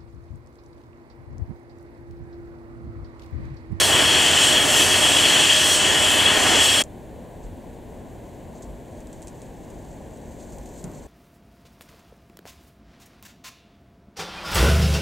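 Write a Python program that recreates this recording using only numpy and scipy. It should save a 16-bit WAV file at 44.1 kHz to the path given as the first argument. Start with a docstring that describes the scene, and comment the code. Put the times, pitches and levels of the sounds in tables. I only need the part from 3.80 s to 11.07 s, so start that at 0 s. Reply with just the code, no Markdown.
"""A light twin-turbine helicopter idles on snow in front of a building: turbulent exhaust roars, four
blades beat the air, compressors whine, intakes hiss, gears and tail fan sing. At 3 s the sound cuts,
with a click, to a much quieter, dull rumble with a low hum. Close to the microphone a rustle grows, with
soft bumps, small ticks and scrapes. From 6.7 s a faint high whistle sounds for half a second; at 7 s one
firmer knock sets the camera housing shuddering."""
import sys
import numpy as np
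from scipy import signal
from scipy.fft import rfft, irfft, next_fast_len
from scipy.io import wavfile
from scipy.ndimage import uniform_filter1d

SR = 44100
rng = np.random.default_rng(int(sys.argv[2]) if len(sys.argv) > 2 else 0)


def unload_wav(signal):
    """Save mono or channel-first audio to the path in sys.argv[1] as 16-bit WAV at rate SR, clipped to [-1, 1]."""
    wavfile.write(
        sys.argv[1],
        SR,
        np.round(np.clip(np.atleast_2d(signal).T, -1, 1) * 32767).astype(np.int16),
    )


N = 320607
T = np.arange(N) / SR
FFT_SIZE = next_fast_len(N)
HZ = np.maximum(np.arange(FFT_SIZE // 2 + 1) * SR / FFT_SIZE, 1)
BLADE_PASS_HZ = 19.87

# Swells on the breeze: t/s, relative level/dB
EXHAUST_SWELLS = [(0.0, -27), (0.02, -21), (0.03, -26.5), (0.22, -23.5), (0.49, -25.5), (1.59, -25.5),
                  (1.8, -28), (2.59, -23.5), (2.64, -24), (2.66, -21.5), (2.89, -27), (3.0, -27)]
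WHINE_SWELLS = [(0.0, -22.5), (0.19, -19.5), (0.64, -17), (0.88, -21.5), (1.02, -17.5), (1.07, -21),
                (1.7, -16.5), (2.04, -23), (2.05, -20), (2.14, -21), (2.47, -17), (2.63, -22), (2.76, -18),
                (2.97, -19), (3.0, -21.5)]
# Intake swells: t/s, relative body level/dB, relative top level/dB
HISS_SWELLS = [(0.0, -21, -26.5), (0.12, -23.5, -33.5), (0.54, -23.5, -36), (0.65, -20.5, -33),
               (0.82, -25.5, -34.5), (1.0, -20.5, -28), (1.09, -23, -32.5), (1.81, -22.5, -35),
               (1.84, -22, -31.5), (1.95, -20, -30.5), (2.0, -23.5, -38.5), (2.3, -25, -34.5),
               (2.31, -24.5, -33), (2.45, -26, -36), (2.78, -23.5, -37), (2.84, -21, -28.5),
               (2.89, -22.5, -33), (3.0, -24, -33)]
# Helicopter noise spectra: f/Hz, relative density/dB
EXHAUST_SPECTRUM = [(18, -16), (45, -10.5), (85, -2), (120, -8), (170, -11.5), (300, -0.5), (480, -3.5),
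                    (650, -0.5), (900, -3.5), (1380, -5), (1750, -2.5), (2400, -6), (3300, -30)]
HISS_SPECTRUM = [(2200, -35), (3700, -7.5), (4200, -2), (4800, -5.5), (5500, -2.5), (6000, -2.5),
                 (6600, -4), (7400, 1), (8600, -1), (9500, -7), (10400, -8.5), (11700, -15.5),
                 (13600, -17.5), (15500, -24.5)]
# Compressor bands: f/Hz, width/Hz, relative level/dB
COMPRESSOR_BANDS = [(1763, 360, -17.5), (2600, 120, -9.5), (2790, 84, -9), (2970, 130, -6.5),
                    (3071, 91, -5.5), (3287, 85, -1.5), (3452, 80, -11), (3030, 1160, -14)]
# Shafts, gears, tail fan, compressor blades: f/Hz, level/dB, wander/Hz
MACHINE_TONES = [(91, -40.3, .7), (139, -49, .7), (298, -44, .7), (613.7, -36.3, .6), (1722, -38.5, 1.5),
                 (1872, -37.5, 1.5), (2660, -40.5, 3), (2772, -42, 8), (2976, -35.5, 5), (3057, -36, 8),
                 (3287, -28.3, 17), (4377, -38.5, 10), (4581, -46, 6), (5076, -46, 5), (6747, -45, 5),
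                 (13496, -52, 6)]

# Quiet noise spectra: f/Hz, relative density/dB
RUMBLE_SPECTRUM = [(12, -37), (20, -13), (43, -4.5), (91, -7.5), (163, -8), (243, -10.5), (310, -10.5),
                   (357, -10), (383, -12), (592, -12.5), (1040, -23.5), (1300, -40), (1690, -67),
                   (2860, -120)]
AIR_SPECTRUM = [(1200, -14.5), (1450, -1), (1700, 1.5), (2500, -5), (3400, -7), (4400, -12), (5200, -17),
                (6200, -12.5), (7500, -9), (9500, -12.5), (15500, -14.5)]
RUSTLE_SPECTRUM = [(2500, -29), (4300, -8.5), (5300, -14.5), (6300, -4.5), (7500, -2), (8600, -7.5),
                   (10000, -21), (12500, -16), (15500, -36)]
TICK_SPECTRUM = [(700, -16), (1500, -15), (3200, -9.5), (4400, -8.5), (5300, -6), (7200, 3), (9000, -1),
                 (11500, -15), (15500, -21.5)]
# Low hum: f/Hz, level/dB, wander/Hz
HUM_TONES = [(55.4, -57, 5.2), (236.4, -52.5, 1.015), (258, -58.5, 3.1)]
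# Short rubs: t/s, level/dB, half length/s
RUB_EVENTS = [(3.645, -57, .015), (4.51, -65, .035), (4.767, -61, .015), (4.835, -55, 0.017),
              (6.61, -55, 0.036), (6.744, -56.5, .02), (6.992, -58, .03)]
# Click at the abrupt cut (3.038 s), then close ticks and scrapes: t/s, tick level/dB, scrape level/dB
TICK_EVENTS = [(3.038, -29, -46), (4.822, -48, -47), (5.204, -48, -54), (5.271, -43, -57),
               (5.329, -51, -48), (5.42, -41, -57), (5.426, -41, -49), (5.472, -34, -51), (5.48, -48, -46),
               (5.618, -45, -49.5), (5.902, -52, -53), (6.372, -56, -55), (6.722, -50, -52),
               (6.784, -43, -53), (6.858, -48, -51), (6.89, -51, -53), (7.041, -35, -44), (7.116, -47, -60)]
# Bumps on the camera: t/s, f/Hz, level/dB, rise/s
BUMP_EVENTS = [(3.635, 42, -31.5, .022), (3.7, 85, -36.5, .02), (4.87, 52, -36, 0.032),
               (6.77, 50.4, -37, .03), (7.041, 180, -32, 0.0054)]

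# Likeness of the two microphone ports: f/Hz, coherence/0-1
LOUD_COHERENCE = [(30, .3), (65, .25), (130, .62), (260, .9), (500, .94), (1500, .9), (3000, .975),
                  (4000, .995), (6000, .999), (8000, .98), (10000, .8), (13000, .68)]
QUIET_COHERENCE = [(30, 0.68), (70, 0.88), (260, .94), (550, 0.87), (1300, .68), (2000, 0.83), (3300, 0.99),
                   (6300, 1), (8000, 0.87), (10500, 0.061)]
# Port balance: f/Hz, left minus right/dB
LOUD_PAN = [(30, -7), (130, -4), (280, -5.5), (520, -3.5), (900, 0.2), (1300, -0.3), (1900, 3), (3200, 3),
            (3800, -1), (9000, -1.5), (13000, 2)]
QUIET_PAN = [(130, 0.5), (520, 1.8), (900, 3), (1700, 0), (9000, 0.5), (14000, -2)]
# Port phase: f/Hz, left lead/rad
LOUD_PHASE = [(35, -2.5), (70, -.3), (130, .1), (500, .6), (1300, .5), (1900, .37), (3000, .08), (4000, 0)]


def undb(db):
    """Decibels to gain."""
    return 10 ** (np.asarray(db) / 20)


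def unit(x):
    """Scale to rms 1."""
    return x / np.sqrt(np.mean(x ** 2))


def over_time(rows):
    """Interpolate (t/s, value) rows."""
    return np.interp(T, *np.transpose(rows))


def over_hz(rows):
    """Interpolate (f/Hz, value) rows on a log axis."""
    hz, value = np.transpose(rows)
    return np.interp(np.log(HZ), np.log(np.maximum(hz, 1)), value)


def filtered(x, gain):
    """Apply a gain per frequency."""
    return irfft(rfft(x, FFT_SIZE) * gain, FFT_SIZE)[..., :N]


def noise(gain, coherence):
    """Coloured noise, rms 1, partly shared by the two ports."""
    shared = np.clip(over_hz(coherence), 0, 1)
    mid, side = rng.standard_normal((2, len(HZ))) + 1j * rng.standard_normal((2, len(HZ)))
    mid, side = mid * np.sqrt(1 + shared), side * np.sqrt(1 - shared)
    return unit(irfft(gain * np.array([mid + side, mid - side]), FFT_SIZE)[:, :N])


def drift(rate_hz):
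    """Smooth random motion, rms 1."""
    hold = max(int(SR / rate_hz), 2)
    steps = np.repeat(rng.standard_normal(N // hold + 2), hold)
    return unit(uniform_filter1d(uniform_filter1d(steps, hold), hold)[:N])


def decay(start_s, decay_s):
    """Sudden onset, exponential fall."""
    return (T >= start_s) * np.exp(-np.maximum(T - start_s, 0) / decay_s)


def ports(x, pan, lead_rad=0):
    """Level and phase differences between left and right."""
    sides = np.array([[1], [-1]]) / 2
    return filtered(x, undb(sides * over_hz(pan)) * np.exp(1j * sides * lead_rad))


def exhaust(chop_depth=0.088, roar_db=1.5, rotor_db=-9.8, buffet_db=0.8):
    """Turbulent exhaust, lightly chopped by the blades, their flutter beneath."""
    lowpass = 1 / (1 + (HZ / 3500) ** 8)
    roar = noise(undb(over_hz(EXHAUST_SPECTRUM)) * lowpass, LOUD_COHERENCE)
    chop = 1 + chop_depth * np.cos(2 * np.pi * BLADE_PASS_HZ * T)
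    mix = undb(roar_db) * roar * chop + undb(rotor_db) * rotor()
    return mix * undb(over_time(EXHAUST_SWELLS) + buffet_db * drift(12))


def rotor(low_hz=200, high_hz=438, echo_decay_s=0.12, uneven_db=1.5):
    """One pressure pulse per blade; ground and walls scatter it into a flutter."""
    passes_s = np.arange(0, N / SR, 1 / BLADE_PASS_HZ)
    pulses = np.zeros(N)
    pulses[(passes_s * SR).astype(int)] = undb(uneven_db * rng.standard_normal(len(passes_s)))
    band = HZ / (HZ + low_hz) / (1 + (HZ / high_hz) ** 4)
    scatter = rfft(noise(1, LOUD_COHERENCE) * np.exp(-T / echo_decay_s), FFT_SIZE)
    return unit(filtered(pulses, band * scatter / np.sqrt(abs(scatter))))


def compressors(trim_db=-0.76, flicker_db=0.73, flicker_hz=50):
    """Whine gathered into bands by turbulence, flickering in moving air."""
    power = sum(undb(db) ** 2 / (1 + (2 * (HZ - hz) / width_hz) ** 2) ** 2
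                for hz, width_hz, db in COMPRESSOR_BANDS)
    whine = noise(np.sqrt(power), LOUD_COHERENCE)
    return whine * undb(over_time(WHINE_SWELLS) + trim_db + flicker_db * drift(flicker_hz))


def intakes(body_trim_db=0.08, top_trim_db=1.0, split_hz=9500):
    """Shimmering intake hiss; the top band swells and fades most."""
    colour = undb(over_hz(HISS_SPECTRUM))
    top_share = 1 / (1 + (split_hz / np.maximum(HZ, 1000)) ** 24)
    times_s, body_db, top_db = np.transpose(HISS_SWELLS)
    body = noise(colour * np.sqrt(1 - top_share), LOUD_COHERENCE)
    body *= undb(np.interp(T, times_s, body_db) + body_trim_db)
    top = noise(colour * np.sqrt(top_share), LOUD_COHERENCE)
    top *= undb(np.interp(T, times_s, top_db) + top_trim_db)
    return shimmer(body + top)


def shimmer(x, depth_db=1.5, frame_samples=512):
    """Moving air swells and fades narrow bands independently."""
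    cells = signal.stft(x, nperseg=frame_samples)[2]
    swell = rng.standard_normal(cells.shape[1:])
    swell = uniform_filter1d(swell, size=4, axis=0)  # over frequency
    swell = uniform_filter1d(swell, size=24, axis=1)  # over time
    return signal.istft(cells * undb(depth_db * unit(swell)), nperseg=frame_samples)[1][:, :N]


def tones(rows, coherence, wander_rate_hz, fade_db, fade_rate_hz):
    """Machine tones waver and fade in moving air; reflections shift their phase between the ports."""
    out = 0
    for hz, db, wander_hz in rows:
        phase = 2 * np.pi * np.cumsum(hz + wander_hz * drift(wander_rate_hz)) / SR
        shared = np.clip(np.interp(hz, *np.transpose(coherence)), .1, 1)
        spread_rad = np.sqrt(-np.log(shared) / 2)
        phase = phase + np.array([[1], [-1]]) * spread_rad * drift(2)
        out += undb(db) * unit(np.sin(phase) * undb(fade_db * drift(fade_rate_hz)))
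    return out


def rumble(roar_db=-40, waver_db=0.4, air_db=-57):
    """Dull, steady roar with faint treble air and a low hum."""
    roar = noise(undb(over_hz(RUMBLE_SPECTRUM)), QUIET_COHERENCE) * undb(roar_db + waver_db * drift(10))
    air = noise(undb(over_hz(AIR_SPECTRUM)), QUIET_COHERENCE) * undb(air_db)
    hum = tones(HUM_TONES, QUIET_COHERENCE, wander_rate_hz=8, fade_db=1.5, fade_rate_hz=7.3)
    return roar + air + hum


def rustle(full_db=-60, full_at_s=6.4, rise_db_per_s=5, grain_db=2.5, uneven_db=1.5):
    """Grainy rustle that grows, then holds; short rubs swell out of it."""
    envelope = undb(full_db - rise_db_per_s * np.maximum(full_at_s - T, 0))
    for at_s, db, half_s in RUB_EVENTS:
        rub = undb(db) * np.exp(-((T - at_s) / half_s) ** 2 / 2)
        envelope = np.hypot(envelope, rub)
    friction = noise(undb(over_hz(RUSTLE_SPECTRUM)), QUIET_COHERENCE)
    return friction * envelope * undb(grain_db * drift(150) + uneven_db * drift(25))


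def ticks(tick_decay_s=0.00093, scrape_decay_s=0.011):
    """Click at the abrupt cut, then close ticks and scrapes: sharp noise bursts with short tails."""
    envelope = sum(undb(tick_db) * decay(at_s, tick_decay_s)
                   + undb(scrape_db) * decay(at_s, scrape_decay_s)
                   for at_s, tick_db, scrape_db in TICK_EVENTS)
    return envelope * noise(undb(over_hz(TICK_SPECTRUM)), QUIET_COHERENCE)


def bumps(skew_rad=0.24):
    """Soft bumps rock the two ports out of step."""
    port_phase = np.array([[skew_rad], [-skew_rad]])
    out = 0
    for at_s, hz, db, rise_s in BUMP_EVENTS:
        age_s = np.maximum(T - at_s, 0)
        envelope = undb(db) * age_s / rise_s * np.exp(1 - age_s / rise_s)
        out += envelope * np.sin(2 * np.pi * hz * age_s + port_phase)
    return out


def whistle(start_s=6.69, end_s=7.18, ramp_s=0.02, hz=13300, width_hz=450, db=-68):
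    """Faint, very high whistle close by, perhaps the lens motor."""
    gate = np.clip(np.minimum(T - start_s, end_s - T) / ramp_s, 0, 1)
    band = 1 / (1 + (2 * (HZ - hz) / width_hz) ** 2)
    return undb(db) * gate * noise(band, QUIET_COHERENCE)


def knock(at_s=7.042, hz=161, width_hz=70, lowpass_hz=1600, db=-33.5, decay_s=0.072):
    """A firmer knock leaves the housing shuddering around a low resonance."""
    resonance = 1 / np.sqrt(1 + ((HZ - hz ** 2 / HZ) / width_hz) ** 2)
    lowpass = 1 / (1 + (HZ / lowpass_hz) ** 2)
    return undb(db) * decay(at_s, decay_s) * noise(resonance * lowpass, QUIET_COHERENCE)


def scene(loud_end_s=3.021, quiet_start_s=3.034, edge_s=0.002):
    """Loud helicopter, then an abrupt cut to the quiet rumble."""
    helicopter = exhaust() + compressors() + intakes()
    helicopter += tones(MACHINE_TONES, LOUD_COHERENCE, wander_rate_hz=25, fade_db=3.0, fade_rate_hz=20)
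    loud = ports(helicopter, LOUD_PAN, over_hz(LOUD_PHASE))
    quiet = ports(rumble() + rustle() + ticks() + bumps() + whistle() + knock(), QUIET_PAN)
    fade_out = np.exp(-np.maximum(T - loud_end_s, 0) / edge_s)
    fade_in = np.exp(np.minimum(T - quiet_start_s, 0) / edge_s)
    return loud * fade_out + quiet * fade_in


def record(dry):
    """The camera's steep low-pass."""
    cutoff_hz = 15650
    return signal.sosfilt(signal.ellip(10, .2, 70, cutoff_hz, fs=SR, output="sos"), dry)


dry = scene()
out = record(dry)
unload_wav(out)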